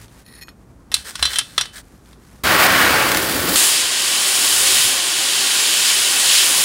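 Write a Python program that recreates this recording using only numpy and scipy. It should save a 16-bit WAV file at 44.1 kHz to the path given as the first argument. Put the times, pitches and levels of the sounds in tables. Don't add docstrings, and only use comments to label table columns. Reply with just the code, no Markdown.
import sys
import numpy as np
from scipy import signal
from scipy.fft import rfft, irfft, next_fast_len
from scipy.io import wavfile

SR = 44100
rng = np.random.default_rng(int(sys.argv[2]) if len(sys.argv) > 2 else 0)


def master(y):
    cut = np.clip(np.atleast_2d(y).T, -1, 1)
    pcm = np.round(cut * 32767)
    wavfile.write(sys.argv[1], SR, pcm.astype(np.int16))


N = 292907
TIME, HZ = np.arange(N) / SR, np.fft.rfftfreq(N, 1 / SR)

# frequency in Hz, relative spectral density in dB.
ROOM_SPECTRUM = [(20, -23.5), (35, -14), (52, -0.5), (85, -9), (130, -8), (250, -11), (400, -17.5),
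                 (700, -24), (1200, -26), (3000, -41.5), (9000, -41.5), (16000, -51)]
SCRAPE_SPECTRUM = [(240, -52), (400, -12.5), (1130, -9.5), (1630, 0), (2750, -14), (3120, -8.5),
                   (5430, -7.5), (6850, -11.5), (8630, -6), (11000, -15.5), (16000, -17.5)]
CRACK_SPECTRUM = [(88, -54), (150, -29), (566, -27), (1360, -7.5), (2360, -10.5), (3420, -3), (4080, -4),
                  (4410, -7.5), (5570, -9.5), (7180, -16), (8230, -10), (9630, -11.5), (16000, -39)]
ROAR_SPECTRUM = [(300, -25), (600, -3.5), (850, -4), (1150, 0), (1550, 1.5), (2100, -1), (2700, -4.5),
                 (3300, -9.5), (4500, -13), (6000, -16), (12000, -36)]
BUFFET_SPECTRUM = [(20, -29), (45, -15), (70, -1.5), (130, -7), (290, 1), (500, -4), (800, -14),
                   (1500, -22.5)]
NOZZLE_SPECTRUM = [(1500, -12), (3200, 4), (4800, 6), (6000, -1), (7500, 2), (10300, 3), (11200, -1),
                   (13000, 0), (13300, 3.5), (16000, 1)]
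GRIT_SPECTRUM = [(24, -56), (40, -27), (115, -20.5), (147, -22), (372, -10.5), (503, -12.5), (542, -11.5),
                 (646, -14), (1090, -9), (1340, -8), (3220, -3), (5720, -3), (10200, -4), (11300, -11),
                 (16000, -17.5)]
GLOVE_SPECTRUM = [(20, -4), (45, -4), (110, 4), (160, -22), (1000, -70)]
SKIN_SPECTRUM = [(200, -12), (1600, -1), (3000, -7.5), (5000, -7), (10000, -8.0), (16000, -18)]
SPIT_SPECTRUM = [(400, -16), (1500, 5), (4000, 3), (8000, -1), (16000, -7)]
# start in seconds, end in seconds, level in dB.
FINGER_RUBS = [(-0.06, 0.085, -46.5), (0.08, 0.17, -54), (0.14, 0.25, -51.5), (1.74, 2.08, -58),
               (2.03, 2.17, -55), (2.14, 2.5, -54.5)]
STEEL_SCRAPES = [(0.915, 1.05, -40.5), (1.04, 1.13, -31), (1.10, 1.21, -44), (1.18, 1.30, -32),
                 (1.275, 1.405, -27.5), (1.39, 1.72, -45), (1.722, 1.82, -36)]
COLLAR_DRAGS = [(0.24, 0.35, -50), (0.32, 0.425, -46)]
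GLOVE_SHIFTS = [(3.45, 4.15, -50), (4.35, 5.1, -47.5)]
# start in seconds, level in dB, treble tilt in dB per octave.
HAND_TAPS = [(0.0812, -41, -1), (0.483, -33, -8), (2.058, -48, -5), (2.128, -47, 0), (2.1313, -41, 0)]
# start in seconds, level in dB, frequency in Hz.
MAT_BUMPS = [(0.0, -42, 110), (0.66, -44, 124), (0.941, -38.5, 70), (1.195, -29.5, 66.6), (1.58, -44, 130)]
# frequency in Hz, level in dB, t60 in seconds.
COLLAR_MODES = [(1877, 3.5, 0.054), (2490, -5, .14), (3800, -9, 0.023), (4300, 1, .08), (5360, -4, 0.086),
                (6700, -10.5, 0.25), (7550, -14, .06), (9700, -3, .06), (10000, -7.5, 0.037),
                (10870, -12, .06), (11820, -7, 0.14), (13620, -7, .06)]
SPRING_MODES = [(1306, -11, 0.24), (1650, -6, .2), (1965, -13, 0.32), (2120, -3, 0.13), (2630, -19.5, 1.3),
                (2670, -6.5, 0.29), (3040, -16, 0.81), (3120, 0, 0.15), (3300, -6.5, .18),
                (3490, -1.5, 0.19), (3570, -17, 0.43), (3800, -13, 0.13), (3940, -19, .3),
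                (4030, 0.5, 0.14), (4100, -12.5, 0.41), (4350, -14, 0.42), (4700, -6, 0.18),
                (5030, -3.5, 0.11), (5310, -3.5, 0.22), (5770, 0.5, .16), (6056, -17, 0.19),
                (6500, -15, .13), (6900, -11, 0.17), (7700, -6, 0.16), (8500, -20, 0.15), (9318, -5, 0.11),
                (9850, -12, 0.1), (10200, -7, 0.11), (11850, -21.5, .1)]
# start in seconds, level in dB, factor on t60,
# frequency in Hz that the contact point favours.
COLLAR_TICKS = [(0.2635, -40, .3, 4300), (0.355, -42, .4, 4300), (0.412, -38, 1.7, 11800),
                (0.420, -37, 0.46, 3800), (0.425, -33, 0.65, 4300), (0.434, -34.5, 0.41, 5300),
                (0.473, -46, .5, 11800), (0.489, -39, 0.7, 5300), (0.9176, -32, 1, 11800)]
# start in seconds, level in dB, treble tilt in dB per octave,
# relative level of the ring in dB, frequency in Hz that the contact point favours, factor on t60.
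SPRING_CLANKS = [(0.9172, -29, -8, 0, 11700, 0.94), (0.9418, -9, 3.5, -6.5, 4340, 0.49),
                 (1.1548, -22, -0.5, -10.5, 5000, 0.59), (1.1938, -29, -7, 1.5, 1510, 0.27),
                 (1.2266, -11.5, -1.5, 0, 3740, 0.77), (1.2533, -14.5, -0.5, 2.5, 3730, 0.79),
                 (1.3334, -21, -2, -5, 3200, 0.63), (1.3586, -22.5, 1, 6, 3170, 0.64),
                 (1.386, -11, 2.5, 1, 9700, 0.34), (1.389, -16.5, 0, -5, 3300, 0.98),
                 (1.5797, -10.5, -2.5, -6, 3630, 0.8), (1.6105, -14.5, 0, -3.5, 5700, 0.47),
                 (1.656, -30.5, -2, -14, 1300, .5)]
# frequency in Hz, width in Hz, gain in dB for air, for grit.
CABINET_BANDS = [(132, 27, 0.5, 4), (182, 18, 4.5, 3), (215, 23, -7, 1.5), (266, 14, 0, 5),
                 (295, 19, -2, -7.5), (328, 31, 1.5, 3.5), (355, 16, -0.5, -7), (386, 20, -3.5, 5),
                 (405, 17, 0, -8), (505, 22, 1.5, -4), (537.3, 16, 5, 7), (571, 13, 4.5, -9),
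                 (602, 10, 1, 7.5), (650, 30, 2.5, 1), (714, 12, 4, 8), (754, 18, 5, 3), (799, 16, 2, 8),
                 (823, 19, -7, -11), (856, 15, 6.5, 3.5), (1025, 17, -1, 5), (1117, 53, 3.5, 3.5),
                 (1185, 20, -7, -2.5), (1327, 71, -2.5, -7.5), (1346, 33, 3, 2.5), (1530, 19, 2, 2),
                 (2270, 550, -1, -1.5), (2950, 830, 0.5, 2.5), (5950, 1060, -1, -3.5), (10800, 410, 3, 1),
                 (11270, 1500, -1.5, -3)]
# start in seconds, end in seconds, relative swell, sizzle level in dB.
AIR_SURGES = [(2.47, 2.6, 1, -38), (2.58, 2.68, 4, -24), (2.73, 2.91, 2.2, -36)]
# start in seconds, level in dB.
GRIT_SPITS = [(2.600, -15), (3.088, -18), (3.1163, -12.5), (3.1463, -12.5), (3.171, -10), (3.3239, -17),
              (3.5576, -9)]
# time in seconds, level in dB.
GRIT_FEED = [(3.58, -15), (3.68, -16.5), (3.87, -23.5), (4.53, -17.5), (4.85, -17.5), (4.99, -23),
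             (5.89, -19.5), (6.1, -20), (6.34, -17.5), (6.55, -18), (6.62, -17)]
# start in seconds, end in seconds, midrange gain in dB.
JET_SWEEPS = [(3.72, 3.84, 1.5), (4.617, 4.88, 2), (5.097, 6.352, 2), (5.836, 5.95, 2), (6.24, 6.492, 4.6)]

SPRING_FREE_S, AIR_ON_S, GRIT_ON_S = 1.72, 2.435, 3.555


def gain_of(db):
    return 10 ** (np.asarray(db) / 20)


def unit_rms(x):
    return x / np.sqrt(np.mean(x ** 2) + 1e-20)


def spectrum_db(points, hz=HZ):
    f, db = np.transpose(points)
    return np.interp(np.log(hz + 1), np.log(f + 1), db)


def add(mix, s, sound):
    start = round(s * SR)
    sound = sound[max(-start, 0):]
    part = mix[max(start, 0):][:len(sound)]
    part += sound[:len(part)]


def coloured(x, db):
    size = next_fast_len(N)
    response = gain_of(np.interp(np.fft.rfftfreq(size, 1 / SR), HZ, db))
    return irfft(rfft(x, size) * response, size)[:N]


def below(x, edge_hz, order):
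    return coloured(x, -20 * np.log10(1 + (HZ / edge_hz) ** order))


def noise(db):
    return unit_rms(coloured(rng.standard_normal(N), db))


def flutter(rate_hz):
    return noise(-10 * np.log10(1 + (HZ / rate_hz) ** 4) - 10 * np.log10(1 + (8 / (HZ + .01)) ** 4))


def ramp(start_s, rise_s):
    return np.clip((TIME - start_s) / rise_s, 0, 1)


def arch(start, end):
    return np.sin(np.pi * np.clip((TIME - start) / (end - start), 0, 1))


def strokes(rows):
    return sum(gain_of(db) * arch(start, end) for start, end, db in rows)


def crack(tilt_db, t60, tail_db, tail_t60):
    t, hz = np.arange(16384) / SR, np.fft.rfftfreq(16384, 1 / SR)
    colour_db = spectrum_db(CRACK_SPECTRUM, hz) + tilt_db * np.log2(np.maximum(hz, 700) / 4000)
    burst = unit_rms(irfft(rfft(rng.standard_normal(len(t))) * gain_of(colour_db)))
    return burst * np.hypot(gain_of(-60 * t / t60), gain_of(tail_db - 60 * t / tail_t60))


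def ring(modes, favoured_hz, t60_factor, favour_db, scatter_db):
    hz, db, t60 = np.transpose(modes)[:, :, None]
    t = np.arange(SR * 2 // 3) / SR
    nearness = np.exp(-(np.log2(hz / favoured_hz) / 0.34) ** 2)
    amplitude = gain_of(db + favour_db * nearness + scatter_db * rng.standard_normal(hz.shape))
    waves = np.sin(2 * np.pi * (hz * t + rng.random(hz.shape)))
    decay = gain_of(-60 * t / (t60 * t60_factor))
    return (amplitude * waves * decay).sum(0) / np.sqrt(np.sum(amplitude ** 2) / 2)


def workshop():
    return noise(spectrum_db(ROOM_SPECTRUM)) * gain_of(-47 + flutter(8))


def gloves():
    return noise(spectrum_db(GLOVE_SPECTRUM)) * strokes(GLOVE_SHIFTS)


def handling():
    catches = rng.random(N) < 350 / SR
    force = catches * gain_of(4 * np.minimum(rng.exponential(1, N), 3.5))
    grains = signal.oaconvolve(force, crack(1.5, t60=.006, tail_db=-29, tail_t60=.04))[:N]
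    sliding = noise(spectrum_db(SCRAPE_SPECTRUM)) * gain_of(2 * flutter(260))
    scrape = unit_rms(sliding + gain_of(-8) * unit_rms(grains))
    skin = noise(spectrum_db(SKIN_SPECTRUM)) * gain_of(2.2 * flutter(180))
    out = scrape * strokes(STEEL_SCRAPES) + skin * strokes(FINGER_RUBS)
    for s, db, tilt_db in HAND_TAPS:
        add(out, s, gain_of(db) * crack(tilt_db, t60=.016, tail_db=-15, tail_t60=0.15))
    t = np.arange(SR // 2) / SR
    bump_envelope = t / 0.035 * np.exp(1 - t / 0.029)
    for s, db, hz in MAT_BUMPS:
        add(out, s, gain_of(db) * bump_envelope * np.sin(2 * np.pi * hz * t))
    return out


def collar():
    snags_per_s, snag_db = 45, 5
    click = dict(tilt_db=1, t60=0.013, tail_db=-26, tail_t60=.08)
    out, drag = np.zeros(N), strokes(COLLAR_DRAGS)
    for s, db, t60_factor, hz in COLLAR_TICKS:
        add(out, s, gain_of(db) * ring(COLLAR_MODES, hz, t60_factor, favour_db=3, scatter_db=2.0))
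        add(out, s, gain_of(db - 5) * crack(**click))
    snags = drag * (rng.random(N) < snags_per_s / SR)
    out += gain_of(snag_db) * signal.oaconvolve(snags, crack(**click))[:N]
    mode_power = sum(gain_of(db) ** 2 / (1 + ((HZ - hz) / 70) ** 2) for hz, db, _ in COLLAR_MODES)
    squeak_db = 7 * np.exp(-((HZ - 10000) / 700) ** 2)
    singing = noise(10 * np.log10(mode_power) + squeak_db) * gain_of(2.1 * flutter(200))
    return out + singing * drag


def spring():
    rebound_s = 0.0245
    out = np.zeros(N)
    for s, db, tilt_db, ring_db, hz, t60_factor in SPRING_CLANKS:
        blow = crack(tilt_db, t60=0.042, tail_db=-22, tail_t60=0.31)
        ringing = ring(SPRING_MODES, hz, t60_factor, favour_db=12, scatter_db=1.8)
        rebound = crack(tilt_db - 4.5, t60=0.033, tail_db=-18, tail_t60=0.28)
        add(out, s, gain_of(db + 2) * blow)
        add(out, s, gain_of(db + ring_db) * ringing)
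        add(out, s + rebound_s, gain_of(db - 14) * rebound)
    return out * gain_of(-30 * ramp(SPRING_FREE_S, 0.23))


def cabinet():
    air_db, grit_db = np.zeros((2, len(HZ)))
    for hz, width, air_peak_db, grit_peak_db in CABINET_BANDS:
        band = 1 / (1 + (2 * (HZ - hz) / width) ** 4)
        air_db += air_peak_db * band
        grit_db += grit_peak_db * band
    grid_hz = np.arange(0, SR / 2, 18)
    ripple = np.interp(HZ, grid_hz, rng.standard_normal(len(grid_hz)))
    dense_db = 1.5 * ripple * np.clip(HZ / 1500, 0, 1) ** 2
    return air_db + dense_db, grit_db + dense_db


def air(box_db):
    roar_db, buffet_db, nozzle_db = -14.5, -23.5, -22.5
    gust = flutter(47)
    surge = sum(swell * arch(start, end) for start, end, swell, _ in AIR_SURGES)
    build = 1 - np.exp(-np.maximum(TIME - AIR_ON_S, 0) / 0.0093)
    fall_db = -9.5 * ramp(2.965, 0.28)
    lead_db = 4 * ramp(GRIT_ON_S - 0.088, 0.03)
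    roar = noise(spectrum_db(ROAR_SPECTRUM) + box_db) * build
    roar *= gain_of(roar_db + fall_db + 0.68 * surge + 0.67 * gust)
    buffet = noise(spectrum_db(BUFFET_SPECTRUM) + box_db) * gain_of(buffet_db)
    hiss = noise(spectrum_db(NOZZLE_SPECTRUM) + box_db)
    hiss *= gain_of(nozzle_db + 1.14 * surge + lead_db + gust)
    sizzle = noise(-20 * np.log10(1 + ((HZ - 14300) / 1300) ** 4))
    sizzle *= strokes((start, end, db) for start, end, _, db in AIR_SURGES)
    return (roar + buffet + hiss + sizzle) * ramp(AIR_ON_S, 0.0033) * (1 - ramp(GRIT_ON_S, 0.015))


def spits(box_db):
    peak_s = 0.0011
    age = np.arange(SR // 20) / SR / peak_s
    force = np.zeros(N)
    for s, db in GRIT_SPITS:
        add(force, s, gain_of(db) * age * np.exp(1 - age))
    return force * noise(spectrum_db(SPIT_SPECTRUM) + box_db)


def grit(box_db):
    level_db, usual_feed_db = -16, -20
    shielding = 0.65
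    feed_db = np.interp(TIME, *np.transpose(GRIT_FEED)) - usual_feed_db
    aim_db = sum(db * arch(start, end) for start, end, db in JET_SWEEPS)
    jet = noise(spectrum_db(GRIT_SPECTRUM) + box_db)
    low, mid, high = below(jet, 1360, order=4), below(jet, 6600, order=6), below(jet, 9900, order=12)
    drone = low * gain_of(0.59 * feed_db - shielding * aim_db)
    body = (mid - low) * gain_of(0.45 * feed_db + aim_db)
    fizz = (high - mid) * gain_of(feed_db)
    top = (jet - high) * gain_of(1.55 * feed_db)
    return (drone + body + fizz + top) * gain_of(level_db + 0.23 * flutter(25)) * ramp(GRIT_ON_S, 0.0041)


def scene():
    bench = (collar() + spring() + handling() + workshop()) * (1 - ramp(AIR_ON_S, .004))
    air_box_db, grit_box_db = cabinet()
    blasting = air(air_box_db) + spits(air_box_db) + grit(grit_box_db) + gloves()
    return np.tile(bench + blasting, (2, 1))


def record(dry):
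    ceiling, edge_hz = .95, 15850
    limited = dry / (1 + (dry / ceiling) ** 8) ** (1 / 8)
    lowpass = signal.firwin(511, edge_hz, window=("kaiser", 9), fs=SR)
    return signal.oaconvolve(limited, lowpass[None], "same")


dry = scene()
out = record(dry)
master(out)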